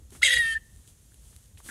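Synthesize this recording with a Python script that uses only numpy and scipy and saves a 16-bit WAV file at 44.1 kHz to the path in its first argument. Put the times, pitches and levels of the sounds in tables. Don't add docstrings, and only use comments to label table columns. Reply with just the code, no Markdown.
import sys
import numpy as np
from scipy import signal
from scipy.fft import rfft, irfft
from scipy.io import wavfile
from scipy.ndimage import uniform_filter1d

SR = 44100
rng = np.random.default_rng(int(sys.argv[2]) if len(sys.argv) > 2 else 0)


def unload_wav(signal):
    wavfile.write(
        sys.argv[1],
        SR,
        np.round(np.clip(np.atleast_2d(signal).T, -1, 1) * 32767).astype(np.int16),
    )


N = 74970
T = np.arange(N) / SR
HZ = np.fft.rfftfreq(N, 1 / SR)

# (t/s, level/dB)
WIND_SPECTRUM = [(20, -32), (35, -11), (55, 2), (75, 0.5), (120, -9), (190, -18), (400, -31), (600, -38),
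                 (900, -39), (1500, -47.5)]
GUSTS = [(0, -46.5), (.04, -50.5), (.06, -52), (.09, -50.5), (.33, -50), (.39, -40.5), (.43, -46),
         (.5, -52.5), (.62, -51), (.7, -56), (.8, -49.5), (.84, -62), (.89, -54), (1.0, -56), (1.2, -54),
         (1.35, -53.5), (1.48, -56.5), (1.56, -49), (1.61, -61.5), (1.65, -47), (1.7, -69)]
# (f/Hz, level/dB)
HISS_SPECTRUM = [(500, 2), (800, -12), (1800, -6.5), (2400, -8), (3200, -5.5), (5200, -8.5), (6400, 0),
                 (9500, -3), (12000, -5.5), (15600, -18)]
# (t/s, level/dB)
RUSTLE_SPECTRUM = [(200, -15.5), (700, -9), (2300, -15), (3300, -6), (4400, -9), (5400, -8), (6400, -4),
                   (9500, 0.5), (12000, -8), (15500, -19.5)]
RUSTLE_LEVEL = [(0, -91), (.1, -73), (.125, -54.5), (.16, -52), (.21, -60.5), (.58, -66.5), (.7, -65),
                (.8, -64), (.86, -64.5), (.89, -56), (.94, -67.5), (1.05, -66.5), (1.2, -63.5), (1.28, -59),
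                (1.36, -60.5), (1.4, -63.5), (1.43, -62.5), (1.5, -67.5), (1.565, -73.5), (1.585, -54.5),
                (1.625, -62.5), (1.65, -50.5), (1.7, -43.5)]
# (t/s, level/dB, t60/s)
GRIT_TICKS = [(0.105, -47, .02), (.762, -49.5, 0.0055), (0.876, -47, 0.013), (1.143, -48.5, 0.01),
              (1.3635, -42.5, 0.0092), (1.441, -55, 0.0068), (1.4581, -50, .006), (1.663, -39, 0.0063)]
# (t/s, scuff level/dB, centre f/Hz, width/Hz, t60/s, thud level/dB)
BODY_KNOCKS = [(0.121, -59, 1400, 2380, 0.24, -51.5), (0.149, -52, 1550, 1790, 0.1, -51.5),
               (0.845, -64, 1700, 400, 0.038, -70), (0.877, -62.5, 3390, 900, .07, -73),
               (1.118, -62, 1651, 300, 0.024, -72), (1.326, -65, 1105, 1976, 0.11, -70),
               (1.573, -53, 2880, 1820, 0.042, -91.5), (1.589, -63, 2180, 2200, .03, -63),
               (1.601, -50, 1130, 1000, 0.028, -74.5), (1.659, -60, 1360, 1486, 0.45, -61.5),
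               (1.687, -37.5, 1660, 456, .09, -44.5)]
# (t/s, f/Hz)
PITCH = [(.219, 1380), (.226, 1466), (.231, 2018), (.238, 2178), (.262, 2119), (.284, 1953), (.34, 1908),
         (.39, 1911), (.408, 1878), (.425, 1839), (.465, 1826), (.54, 1805), (.555, 1757), (.59, 1833)]
# (each t/s, level/dB)
TONE_LEVEL = [(.217, -47), (.221, -35.5), (.227, -39), (.2305, -14), (.233, -13), (.237, -15), (.242, -26),
              (.26, -21), (.297, -25.5), (.301, -36.5), (.306, -17.5), (.321, -27.5), (.327, -22),
              (.339, -18), (.351, -30), (.361, -31), (.373, -15), (.379, -31.5), (.387, -21.5),
              (.406, -19.5), (.426, -25.5), (.46, -26.5), (.53, -29), (.548, -36), (.556, -26), (.571, -27),
              (.579, -36.5), (.59, -88)]
OVERTONE_LEVEL = [(.217, -64), (.221, -29), (.226, -31.5), (.231, -18.5), (.265, -22), (.3, -26),
                  (.34, -25), (.351, -31.5), (.365, -26), (.383, -27.5), (.4, -38), (.45, -33.5),
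                  (.535, -38), (.545, -42), (.551, -49.5), (.572, -52), (.59, -66.5)]
# (t/s, roughness/0-1)
ROUGHNESS = [(.22, 0.56), (.227, 0.8), (.233, .4), (.243, 1), (.29, .85), (.375, .65), (.4, 0.2),
             (.425, 0.2), (.535, .1), (.55, 0.42), (.58, 0.05)]
# (t/s, f/Hz, hum level/dB)
SLOW_OSCILLATION = [(.22, 578.4, -74.5), (.255, 576.1, -46.5), (.273, 520.2, -51), (.345, 522.2, -46.5),
                    (.39, 477, -53.5), (.43, 486, -63), (.54, 485.5, -66), (.58, 503, -78)]
# (multiple of the pitch, multiple of the slow rate, level/dB, drift/(dB/s))
SIDEBANDS = [(1, -1, -17, -2.5), (2, -4, -17, 27.5), (2, -2, -9, 4.5), (3, -5, -12, 49),
             (2, -1, -7.5, 59.5), (2, 0, -12.5, -150), (3, -2, -16, -0.5), (1, 1, -17.5, 2.5),
             (5, -2, -18.5, -1), (3, 0, -21.5, -37), (6, -2, -19, 29.5), (6, -3, -21, 92)]
# (each f/Hz, level/dB)
OPEN_THROAT = [(300, -32), (1100, -36.5), (1450, -2.5), (1800, -0.5), (2350, -2), (2900, 2), (3600, 0.5),
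               (4100, -2.5), (4500, -13), (5100, -8), (5600, -16.5), (5900, -24), (6200, -7.5), (6600, -7),
               (7250, -13), (8400, -4), (9600, -12.5), (11200, -14.5), (12400, -30), (13900, -23),
               (14800, -47.5)]
NARROW_THROAT = [(300, -13), (1080, -24), (1450, -6.5), (1900, 5.5), (2400, -4), (3600, -6.5), (4250, -6.5),
                 (4750, 0), (5000, -22.5), (5250, -22), (5450, -2.5), (6250, -11.5), (6750, -10),
                 (7200, -18), (8100, 0.5), (8800, -2.5), (9600, 3.5), (11200, -2.5), (12400, -14),
                 (13500, -12.5), (15000, -30.5)]
# (t/s, f/Hz, level/dB)
FORMANT = [(.225, 4300, -12), (.248, 3800, -3), (.258, 3300, 3), (.268, 3200, 6), (.28, 3150, 1),
           (.295, 3450, -3), (.32, 3600, -2), (.39, 3600, -3)]
# (t/s, level/dB)
TREBLE_LEVEL = [(.22, -4.5), (.24, -3), (.27, 0.5), (.3, -3), (.35, 1), (.375, -8), (.4, 4), (.45, -5.5),
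                (.48, -2), (.53, 1), (.56, -3)]
# (f/Hz, share of full depth)
PATCH_DEPTH = [(3800, .4), (5500, 1)]


def amp(db):
    return 10 ** (np.asarray(db) / 20)


def unit(x):
    return x / np.sqrt(np.mean(x ** 2) + 1e-20)


def curve(rows, column=1):
    rows = np.array(rows)
    return np.interp(T, rows[:, 0], rows[:, column])


def colour(x, spectrum):
    hz, db = np.transpose(spectrum)
    return unit(irfft(rfft(x) * amp(np.interp(np.log(HZ + 1), np.log(hz), db)), N))


def noise():
    return rng.standard_normal(N)


def band(hz, width_hz):
    return unit(irfft(rfft(noise()) / (1 + ((HZ - hz) / width_hz) ** 2) ** 2, N))


def wander(hz):
    return unit(irfft(rfft(noise()) * np.exp(-(HZ / hz) ** 2 / 2), N))


def strike(start, rise_s, t60):
    age = np.maximum(T - start, 0)
    return np.minimum(age / rise_s, 1) * np.exp(-np.log(1000) * np.maximum(age - rise_s, 0) / t60)


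def resonate(x, hz, width_hz):
    turn = np.exp(2j * np.pi * np.cumsum(hz) / SR)
    pole = np.exp(-np.pi * width_hz / SR)
    return 2 * (turn * signal.lfilter([1 - pole], [1, -pole], x / turn)).real


def wind():
    rumble = amp(curve(GUSTS)) * colour(noise(), list(WIND_SPECTRUM) + [(4000, -72)])
    return rumble + amp(-65.5) * colour(noise(), HISS_SPECTRUM)


def struggle(grains_per_s=890, grain_spread_db=11):
    grain_gain = amp(grain_spread_db * np.minimum(rng.exponential(1, N), 4))
    grains = noise() * grain_gain * (rng.random(N) < grains_per_s / SR)
    out = amp(curve(RUSTLE_LEVEL)) * colour(noise() + .14 * unit(grains), RUSTLE_SPECTRUM)
    for start, db, t60 in GRIT_TICKS:
        out += amp(db) * strike(start, rise_s=.00013, t60=t60) * colour(noise(), RUSTLE_SPECTRUM)
    for start, db, hz, width_hz, t60, thud_db in BODY_KNOCKS:
        scuff = amp(db) * band(hz, width_hz)
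        thud = amp(thud_db) * band(hz=292, width_hz=160)
        out += strike(start, rise_s=.00138, t60=t60) * (scuff + thud)
    return out


def squawk(start_s=.216, end_s=.595):
    rough = np.clip(curve(ROUGHNESS), 0, 1)
    pitch_hz = curve(PITCH) * (1 + .035 * rough * wander(hz=246.3))
    slow_hz = curve(SLOW_OSCILLATION) * (1 + .012 * wander(hz=120))
    fast_phase = 2 * np.pi * np.cumsum(pitch_hz) / SR
    slow_phase = 2 * np.pi * np.cumsum(slow_hz) / SR
    shimmer = 1 + .35 * rough ** 2 * wander(hz=240.2)
    tone = amp(curve(TONE_LEVEL)) * np.sin(fast_phase) * shimmer
    hum = amp(curve(SLOW_OSCILLATION, column=2)) * np.sin(slow_phase)
    pulses, breath = membranes(fast_phase, slow_phase, rough)
    overtones = shift_colour(throat(pulses, breath, rough))
    overtones += np.sqrt(2) * (1 - rough) ** 2 * sidebands(fast_phase, slow_phase)
    overtones += amp(-32.5) * band(hz=620, width_hz=1400)
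    voice = np.sqrt(2) * (tone + hum) + amp(curve(OVERTONE_LEVEL)) * overtones
    return voice * ((T > start_s) & (T < end_s))


def membranes(fast_phase, slow_phase, rough, chaos_rad=.9, swing_rad=1.6, slip_rad=.45):
    flap = np.sin(slow_phase + chaos_rad * np.sqrt(rough) * wander(hz=130))
    swung = fast_phase + swing_rad * flap + slip_rad * rough * wander(hz=600)
    gate = 1 + .9 * flap
    pulses = unit(gate * sum(np.cos(k * swung + 2 * np.pi * rng.random()) for k in range(2, 9)))
    breath = unit(gate * (1 + np.cos(swung)) * noise())
    return pulses, breath


def throat(pulses, breath, rough):
    rasp_db = -3.5 + 2 * wander(hz=168.6)
    rasp = amp(rasp_db) * colour(pulses + .35 * breath, OPEN_THROAT)
    rasp += amp(curve(FORMANT, column=2)) * resonate(rasp, curve(FORMANT), width_hz=600)
    clear = amp(-10) * colour(pulses + .3 * breath, NARROW_THROAT)
    blend = np.pi / 2 * rough
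    return np.sin(blend) * rasp + np.cos(blend) * clear


def shift_colour(x, patch_db=6, patch_hz=200, patch_s=.06, treble_hz=6040):
    hz, t, spectra = signal.stft(x, SR, nperseg=600, noverlap=450)
    patches = uniform_filter1d(rng.standard_normal(spectra.shape), round(patch_hz / hz[1]), axis=0)
    patches = unit(uniform_filter1d(patches, round(patch_s / t[1]), axis=1))
    shelf = 1 / (1 + np.exp((treble_hz - hz[:, None]) / 500))
    treble_db = shelf * np.interp(t, *np.transpose(TREBLE_LEVEL))
    depth_db = patch_db * np.interp(hz, *np.transpose(PATCH_DEPTH))[:, None]
    spectra *= amp(depth_db * np.minimum(patches, 1) + treble_db)
    return signal.istft(spectra, SR, nperseg=600, noverlap=450)[1][:N]


def sidebands(fast_phase, slow_phase, settled_s=.48):
    drift_s = np.clip(T - settled_s, -.06, .06)
    out = np.zeros(N)
    for k, n, db, db_per_s in SIDEBANDS:
        phase = round(k) * fast_phase + round(n) * slow_phase
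        slip_rad = .3 * wander(hz=90) + 2 * np.pi * rng.random()
        swell_db = 2.2 * wander(hz=18)
        out += amp(db + db_per_s * drift_s + swell_db) * np.sin(phase + slip_rad)
    return out


def boulder_echo(call):
    near = noise() * (rng.random(N) < .05) * strike(.000998, rise_s=.00033, t60=.0046)
    near = colour(near, [(2200, -20.5), (3000, 1), (12000, -2)])
    tail = unit(noise() * strike(.0049, rise_s=.01, t60=.65))
    response = (amp(-8) * near + amp(-32) * tail)[:SR] / np.sqrt(N)
    return signal.fftconvolve(call, response)[:N]


def scene():
    call = squawk()
    return (wind() + struggle() + call + boulder_echo(call))[None]


def record(dry, edge_hz=15750):
    lowpass = signal.firwin(511, edge_hz, window=("kaiser", 9), fs=SR)
    return signal.oaconvolve(dry, lowpass[None], "same")


dry = scene()
out = record(dry)
unload_wav(out)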